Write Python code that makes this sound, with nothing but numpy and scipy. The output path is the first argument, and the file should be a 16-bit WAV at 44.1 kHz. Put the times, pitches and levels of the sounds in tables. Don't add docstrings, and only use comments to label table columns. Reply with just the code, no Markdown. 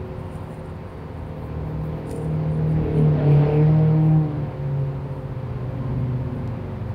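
import sys
import numpy as np
from scipy import signal
from scipy.fft import rfft, irfft, next_fast_len
from scipy.io import wavfile
from scipy.ndimage import uniform_filter1d

SR = 44100
rng = np.random.default_rng(int(sys.argv[2]) if len(sys.argv) > 2 else 0)


def generate_wav(sig):
    pcm = np.round(np.clip(np.atleast_2d(sig).T, -1, 1) * 32767).astype(np.int16)
    wavfile.write(sys.argv[1], SR, pcm)


N = 306054

# (time [s], firing rate [Hz], firing tone [dB], overtones [dB],
# orders between them [dB], exhaust roar [dB])
ENGINE_COURSE = [(0, 159, -39.5, -61, -45.5, -44.5), (.8, 157.8, -42.5, -54, -51.5, -46.5),
                 (1.35, 154.1, -39, -50.5, -49, -47.5), (1.8, 155.4, -28, -46, -44.5, -46),
                 (2.3, 155.8, -23.5, -42, -43.5, -43), (2.6, 155.6, -23, -38.5, -41.5, -41),
                 (2.82, 156.2, -18.5, -33.5, -37, -36.5), (3.05, 152.8, -15.5, -32, -39, -37),
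                 (3.27, 145.6, -12, -27, -41.5, -32.5), (3.4, 145.8, -13, -25, -40.5, -31.5),
                 (3.6, 151.5, -15, -25.5, -43.5, -32.5), (3.75, 155.6, -16, -33, -41.5, -35.5),
                 (3.95, 156.1, -17, -26.5, -44, -38), (4.18, 156.1, -15, -28.5, -44.5, -41),
                 (4.3, 149, -31, -33.5, -50, -41.5), (4.42, 147, -25, -39.5, -44.5, -42.5),
                 (4.62, 141.6, -27, -51, -48.5, -44), (4.8, 138.5, -22.5, -45.5, -47.5, -45.5),
                 (5.1, 139.5, -33.5, -49, -54, -46.5), (5.6, 141.5, -39.5, -48.5, -55, -45),
                 (5.95, 143.3, -31, -49, -44.5, -43), (6.3, 140.7, -34.5, -51, -48, -44.5),
                 (6.94, 139.5, -42, -53, -50.5, -46.5)]
# (time [s], orders below [dB], orders above [dB], upper firing tones [dB])
SIDE_LEVELS = [(0, -62, -61.5, -63), (2.05, -43.5, -49, -59), (2.75, -41, -46, -59), (3, -36, -56, -50),
               (3.24, -41, -33.5, -46), (3.36, -42.5, -36, -50), (3.5, -45, -34.5, -36),
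               (3.7, -49.5, -54, -40.5), (4.15, -60, -55, -40.5), (4.33, -60.5, -50.5, -52),
               (5.1, -61.5, -56, -58), (6.94, -56, -58, -58.5)]
# (order, level re overtones [dB], fading [dB], phase slip [rad])
CLEAN_OVERTONES = [(8, 0, 1, 0.29), (12, -1, 3, 0.46)]
# (order, level re orders between [dB], fading [dB], phase slip [rad])
CLEAN_BETWEEN = [(2, 3, 3, .05), (3, 5.5, 2.3, .05), (10, -12, 5.7, .05)]
# (order, level re orders between [dB])
UNEVEN_ORDERS = [(1, -8), (5, -4), (6, -1.5), (14, -20), (18, -12.5)]
# (order, level re upper firing tones [dB])
UPPER_TONES = [(16, -1), (20, -1.5), (24, -9), (28, -15)]
# (order, level re orders below [dB])
ORDERS_BELOW = [(7, 0), (11, 0.5), (15, -14.5), (19, -18.5)]
# (order, level re orders above [dB])
ORDERS_ABOVE = [(9, -2.5), (13, -0.5), (17, -3.5), (21, -8.5)]
# (time [s], order, width [s], change [dB])
REFLECTIONS = [(2.1, 4, 0.13, -14.5), (2.88, 4, 0.065, -13.5), (3.2, 4, 0.07, -10), (3.5, 4, 0.069, -9),
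               (4.53, 4, 0.057, -14), (2.58, 8, 0.13, -15), (3.04, 8, 0.045, -12), (3.19, 8, 0.068, -12.5),
               (3.36, 8, 0.032, -18), (3.5, 8, 0.048, -16.5), (3.66, 8, 0.021, -14.5),
               (3.88, 8, 0.049, -15.5), (2.14, 12, .15, 5), (2.48, 12, .07, -6.5), (2.73, 12, 0.06, -12),
               (3.2, 12, .05, -8.5), (3.38, 12, .04, -13), (3.77, 12, 0.023, -9.5), (4.01, 12, .3, -7),
               (4.1, 12, .05, -7), (4.15, 12, .05, -12), (4.35, 12, .1, -3), (3.33, 3, .15, -11.5),
               (3.95, 3, .33, 7.5), (1.57, 2, .1, 10), (3.02, 6, .05, 12.5), (3.2, 10, 0.19, 15.5),
               (2.98, 11, 0.042, 3.5), (3.31, 11, .04, 12.5), (3.52, 12, 0.051, 2), (2.8, 16, .06, 10),
               (3.22, 17, 0.064, 5), (3.47, 16, .04, 4.5), (3.47, 17, .05, 3.5), (2.7, 2, .35, -3.5),
               (3.5, 21, .1, 5), (3.18, 7, .08, 6)]
ALONGSIDE_S, ALONGSIDE_WIDTH_S, ROUGHER = 3.3, .3, .8
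# (pitch [Hz], strength [dB per Hz])
ROAR_COLOUR = [(100, -33), (200, -12), (400, -12.5), (700, -16), (950, -21.5), (1150, -26.5), (1800, -29),
               (2300, -29.5), (2800, -34.5), (3700, -42), (4400, -44), (5800, -56), (9000, -85)]
# (time [s], width [s], level [dB])
RASP_BURSTS = [(3.335, .045, -48), (3.55, .055, -49)]
# (pitch [Hz], strength [dB per Hz])
RASP_COLOUR = [(1500, -40), (2100, -7.5), (2400, 0), (2750, -8), (3600, -40)]
# (time [s], fifth order [Hz], fifth order [dB], high orders [dB])
DRONE_COURSE = [(4.1, 126.4, -33, -54), (4.3, 126.3, -27.5, -51.5), (4.65, 126.1, -42, -58),
                (5.2, 125.3, -34.5, -58.5), (5.5, 124.6, -30.5, -49), (5.75, 125.5, -30, -46),
                (6.02, 125.3, -24, -36), (6.2, 125.2, -28, -41), (6.35, 124.6, -33, -40),
                (6.5, 122.7, -29.5, -38.5), (6.65, 120.5, -39, -40.5), (6.8, 117.7, -30, -40.5),
                (6.94, 115, -26.5, -39)]
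# (order, level re high orders [dB])
DRONE_OTHER_ORDERS = [(2, -6), (3, -9.5), (7, -2), (9, -0.5), (10, -1), (11, -9.5)]
FOURTH_DB = 4.5
# (time [s], note [Hz], level [dB])
PASSING_COURSE = [(0, 297.3, -87.5), (5.5, 289, -67.5), (5.68, 288, -48), (5.8, 274.2, -40),
                  (5.92, 269.2, -41), (6.05, 264.7, -54), (6.2, 266, -76), (6.94, 263.7, -90)]
# (time [s], body boom [dB], deepest shudder [dB])
ROAD_LEVELS = [(0, -35.5, -52), (.25, -35, -46), (.56, -43, -44), (.95, -36.5, -49), (1.3, -40, -46),
               (1.66, -36.5, -45), (2, -43, -48), (2.3, -33.5, -46), (2.65, -32.5, -41),
               (2.8, -38.5, -38.5), (2.92, -32, -38), (3.3, -33.5, -43.5), (4.05, -42.5, -44),
               (4.6, -37.5, -48), (5.1, -39, -43), (5.8, -36, -41), (6.45, -33.5, -49), (6.94, -48, -47)]
# (pitch [Hz], strength [dB per Hz])
BOOM_COLOUR = [(35, -40), (60, -7), (85, 3), (130, -4.5), (200, -16), (280, -11.5), (390, -45.5),
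               (660, -120)]
# (pitch [Hz], strength [dB per Hz])
SHUDDER_COLOUR = [(12, -39.5), (25, -18), (40, -8), (52, 0.5), (65, -4.5), (90, -31), (200, -120)]
# (pitch [Hz], strength [dB per Hz])
TYRE_COLOUR = [(80, -28), (150, 4.5), (250, -5.5), (330, -25), (450, -6.5), (600, -15), (950, -10),
               (1150, -16.5), (2000, -24.5), (2700, -29.5), (3100, -33), (4700, -38), (5300, -44.5),
               (6800, -49), (15700, -53)]
# (time of peak [s], time to rise or lose 20 dB [s], ringing part [dB], airy part [dB])
RUSTLES = [(0.070, 0.040, -83.0, -74.0), (0.200, 0.050, -69.0, -75.0), (0.260, 0.040, -73.0, -74.0),
           (0.350, 0.055, -59.0, -66.0), (0.440, 0.060, -71.0, -74.0), (0.530, 0.075, -63.0, -67.0),
           (0.600, 0.020, -69.0, -85.0), (0.660, 0.025, -65.0, -78.0), (0.700, 0.020, -68.0, -82.0),
           (0.760, 0.020, -73.0, -85.0), (0.900, 0.055, -71.0, -76.0), (0.990, 0.040, -75.0, -82.0),
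           (1.180, 0.070, -73.0, -80.0), (1.280, 0.040, -73.0, -77.0), (1.400, 0.070, -90.0, -70.0),
           (1.458, 0.040, -74.0, -64.0), (1.685, 0.050, -80.0, -67.0), (1.857, 0.050, -77.0, -60.0),
           (1.980, 0.070, -80.0, -71.0), (2.085, 0.030, -59.0, -68.0), (2.120, 0.035, -50.0, -63.0),
           (2.165, 0.045, -53.0, -63.0), (2.235, 0.075, -60.0, -70.0), (2.340, 0.040, -72.0, -82.0),
           (2.545, 0.070, -67.0, -78.0), (2.680, 0.050, -85.0, -75.0), (2.720, 0.055, -68.0, -76.0),
           (2.985, 0.075, -63.0, -68.0), (3.330, 0.100, -71.0, -71.0), (3.530, 0.080, -78.0, -71.0),
           (4.070, 0.090, -75.0, -68.0), (5.170, 0.100, -74.0, -78.0), (6.000, 0.030, -79.0, -75.0),
           (6.360, 0.080, -77.0, -76.0), (6.900, 0.040, -81.0, -75.0)]
RINGING_REST_DB, AIRY_REST_DB = -84, -79
# (pitch [Hz], strength [dB per Hz])
AIRY_COLOUR = [(5000, -34), (8000, -7), (11000, -2), (13000, 2), (15700, 2)]
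# (time [s], snap [dB], scrape [dB], time to lose 60 dB [s])
TICK_BLOWS = [(1.837, -52, -52, .004), (2.0958, -36, -40, .004), (2.1075, -54, -44, .008),
              (2.1125, -39, -29, .012), (2.1245, -46, -40, .007), (2.129, -46, -38, .007),
              (6.457, -66, -51, .004), (6.4764, -38, -50, .004)]
# (pitch [Hz], width [Hz], gain [dB])
PORT_RESONANCES = [(7100, 450, -12.5), (9300, 400, 1), (4770, 1700, -16)]
HUM_PITCHES = 369.9, 521.4
# (time [s], low hum [dB], high hum [dB])
HUM_LEVELS = [(0, -43, -44.5), (.7, -44, -47.5), (1.15, -51.5, -54), (1.9, -47, -45.5), (2.6, -43, -43.5),
              (3.5, -45.5, -47.5), (4.5, -44.5, -45.5), (6.94, -45, -46.5)]
# (pitch [Hz], level [dB])
WEAK_HUMS = [(921, -59), (1049, -60)]
# (time [s], pitch [Hz], level [dB])
WHISTLE_COURSE = [(0, 4580, -90), (.6, 4580, -83), (.9, 4570, -77), (1.3, 4560, -83), (1.8, 4560, -95),
                  (6.94, 4550, -95)]
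# (time [s], pitch [Hz], level [dB])
MOAN_COURSE = [(0, 94, -55), (.2, 91.8, -38.5), (.6, 91.3, -43), (.9, 87.5, -41), (1.2, 81.23, -42),
               (1.45, 76.2, -38), (1.8, 70.9, -33.5), (2, 68.3, -49)]
# (time [s], length [s], start [Hz], middle [Hz], end [Hz], peak level [dB])
SQUEAK_BENDS = [(2.56, .035, 12310, 12500, 12800, -81), (2.64, 0.088, 13780, 14600, 14100, -80.5),
                (2.66, .15, 11730, 12300, 12200, -79.5), (2.81, 0.1, 11650, 11880, 11650, -72),
                (2.824, .03, 12300, 12450, 12600, -71), (2.89, 0.068, 12620, 12170, 12500, -80)]
TOP_HZ = 15750


def amp(db):
    return np.exp(np.asarray(db) * (np.log(10) / 20))


def unit(x):
    return x / np.sqrt(np.mean(x ** 2) + 1e-20)


def curves(rows):
    times, *columns = np.transpose(rows)
    return [np.interp(np.arange(N) / SR, times, column) for column in columns]


def wobble(rate):
    knots = rng.standard_normal(int(N * rate / SR) + 4)
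    return np.interp(np.arange(N) * rate / SR, np.arange(len(knots)), knots)


def bell(s, width):
    coarse = np.arange(0, N + 64, 64)
    return np.interp(np.arange(N), coarse, np.exp(-((coarse / SR - s) / width) ** 2))


def filtered(x, response, mirror="even"):
    edge = 4096
    size = next_fast_len(N + 2 * edge)
    padded = np.pad(x, (edge, size - N - edge), "reflect", reflect_type=mirror)
    spectrum = rfft(padded * signal.windows.tukey(size, edge / size))
    return irfft(spectrum * response(np.fft.rfftfreq(size, 1 / SR)), size)[edge:edge + N]


def shape(points):
    hz_points, db_points = np.transpose(points)
    return lambda hz: amp(np.interp(np.log(hz + 1), np.log(hz_points + 1), db_points))


def rush(colour, patchy_db):
    noise = signal.stft(rng.standard_normal(N), nperseg=512)[2]
    patches = uniform_filter1d(rng.standard_normal(noise.shape), size=6, axis=0)
    patches = uniform_filter1d(patches, size=14, axis=1)
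    patchy = signal.istft(noise * amp(patchy_db * unit(patches)), nperseg=512)[1][:N]
    return unit(filtered(patchy, shape(colour)))


def tone(turns, db, fade_db=0., slip=0., rate=6):
    level = np.sqrt(2) * amp(db + fade_db * wobble(rate))
    start = rng.random()
    return level * np.sin(2 * np.pi * (turns + start) + slip * wobble(2.5 * rate))


def shift_db(order):
    return sum(db * bell(s, width) for s, k, width, db in REFLECTIONS if k == order)


def engine():
    hz, firing_db, over_db, between_db, roar_db = curves(ENGINE_COURSE)
    below_db, above_db, upper_db = curves(SIDE_LEVELS)
    rough = 1 + ROUGHER * bell(ALONGSIDE_S, ALONGSIDE_WIDTH_S)
    cycle = np.cumsum(hz) / SR / 4
    out = tone(4 * cycle, firing_db + shift_db(4), fade_db=.7, rate=9)
    for rows, base_db in ((CLEAN_OVERTONES, over_db), (CLEAN_BETWEEN, between_db)):
        for k, db, fade_db, slip in rows:
            out = out + tone(k * cycle, base_db + db + shift_db(k), fade_db, slip, rate=10)
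    for rows, base_db in ((UNEVEN_ORDERS, between_db), (UPPER_TONES, upper_db),
                          (ORDERS_BELOW, below_db), (ORDERS_ABOVE, above_db)):
        for k, db in rows:
            level_db = base_db + db + shift_db(k)
            out = out + tone(k * cycle, level_db, fade_db=3, slip=.035 * k * rough, rate=16)
    puffs = 1 + .18 * np.sin(2 * np.pi * 4 * cycle)
    roar = amp(roar_db + wobble(9)) * puffs * rush(ROAR_COLOUR, patchy_db=1.4)
    return out + roar


def rasp():
    grains = rush(RASP_COLOUR, patchy_db=1.5) * amp(3.3 * wobble(60))
    return sum(amp(db) * bell(s, width) for s, width, db in RASP_BURSTS) * grains


def drone():
    hz, fifth_db, high_db = curves(DRONE_COURSE)
    cycle = np.cumsum(hz) / SR / 5
    out = tone(5 * cycle, fifth_db, fade_db=1.2)
    out = out + tone(4 * cycle, high_db + FOURTH_DB, fade_db=4)
    for k, db in DRONE_OTHER_ORDERS:
        out = out + tone(k * cycle, high_db + db, fade_db=2.5, slip=.25)
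    fade_in = np.clip((np.arange(N) / SR - DRONE_COURSE[0][0]) / 0.37, 0, 1)
    return out * fade_in


def passing():
    hz, db = curves(PASSING_COURSE)
    turns = np.cumsum(hz) / SR
    return tone(turns, db, slip=0.33) + tone(2 * turns, db - 8, slip=0.54)


def handling():
    blows = np.zeros(N + SR)
    t = np.arange(SR // 30) / SR
    snap = 1.6 * amp(-60 * t / .0012) * np.cos(2 * np.pi * 3800 * t)
    for s, snap_db, scrape_db, t60 in TICK_BLOWS:
        swell = 1 - np.exp(-15 * t / t60)
        scrape = amp(scrape_db - 60 * t / t60) * swell * rng.standard_normal(len(t))
        blows[round(s * SR):][:len(t)] += amp(snap_db) * snap + scrape
    bright = filtered(blows[:N], lambda f: 1j * f / (1500 + 1j * f) / (1 + 1j * f / 9000))
    return bright + 3 * filtered(bright, port)


def port(f):
    return sum((-1) ** k * amp(db) * 1j * f * width / (centre ** 2 - f * f + 1j * f * width)
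               for k, (centre, width, db) in enumerate(PORT_RESONANCES))


def rustling():
    t = np.arange(N) / SR
    coarse = t[::64]
    s, fall, ringing_db, airy_db = np.transpose(RUSTLES)[:, :, None]
    drop_db = 20 * abs((coarse - s) / fall) ** 1.5
    ringing_swell = np.interp(t, coarse, amp(ringing_db - drop_db).sum(axis=0))
    airy_swell = np.interp(t, coarse, amp(airy_db - drop_db).sum(axis=0))
    ringing = unit(filtered(rng.standard_normal(N) * amp(3 * wobble(300)), port))
    airy = unit(filtered(rng.standard_normal(N) * amp(1.5 * wobble(300)), shape(AIRY_COLOUR)))
    return (amp(RINGING_REST_DB) + ringing_swell) * ringing + (amp(AIRY_REST_DB) + airy_swell) * airy


def moan():
    hz, db = curves(MOAN_COURSE)
    fade_out = np.clip((MOAN_COURSE[-1][0] - np.arange(N) / SR) / 0.1577, 0, 1)
    return tone(np.cumsum(hz) / SR, db, slip=0.9) * fade_out


def squeaks():
    out = np.zeros(N)
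    for s, length, *hz, db in SQUEAK_BENDS:
        u = np.linspace(0, 1, round(length * SR))
        bend = np.polyval(np.polyfit([0, .5, 1], hz, 2), u)
        swell = np.sqrt(np.sin(np.pi * u) + 1e-9)
        out[round(s * SR):][:len(u)] += amp(db) * swell * np.sin(2 * np.pi * np.cumsum(bend) / SR)
    return out


def hums():
    t = np.arange(N) / SR
    out = np.zeros(N)
    for hz, db in zip(HUM_PITCHES, curves(HUM_LEVELS)):
        out = out + tone(hz * t, db, fade_db=2.3, slip=.3, rate=10)
    for hz, db in WEAK_HUMS:
        out = out + tone(hz * t, db, fade_db=4, slip=.9, rate=8)
    whistle_hz, whistle_db = curves(WHISTLE_COURSE)
    return out + tone(np.cumsum(whistle_hz) / SR, whistle_db, fade_db=3.6, slip=1.2, rate=22)


def road():
    boom_db, shudder_db = curves(ROAD_LEVELS)
    boom = amp(boom_db) * rush(BOOM_COLOUR, patchy_db=.5)
    shudder = amp(shudder_db) * rush(SHUDDER_COLOUR, patchy_db=.8)
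    tyres = amp(-39.5 + 0.43 * wobble(1.7)) * rush(TYRE_COLOUR, patchy_db=0.48)
    return boom + shudder + tyres


def scene():
    vehicles = engine() + rasp() + drone() + passing()
    close_by = handling() + rustling()
    background = moan() + squeaks() + hums() + road()
    return (vehicles + close_by + background)[None]


def record(dry):
    return filtered(dry[0], lambda hz: hz < TOP_HZ, mirror="odd")[None]


dry = scene()
out = record(dry)
generate_wav(out)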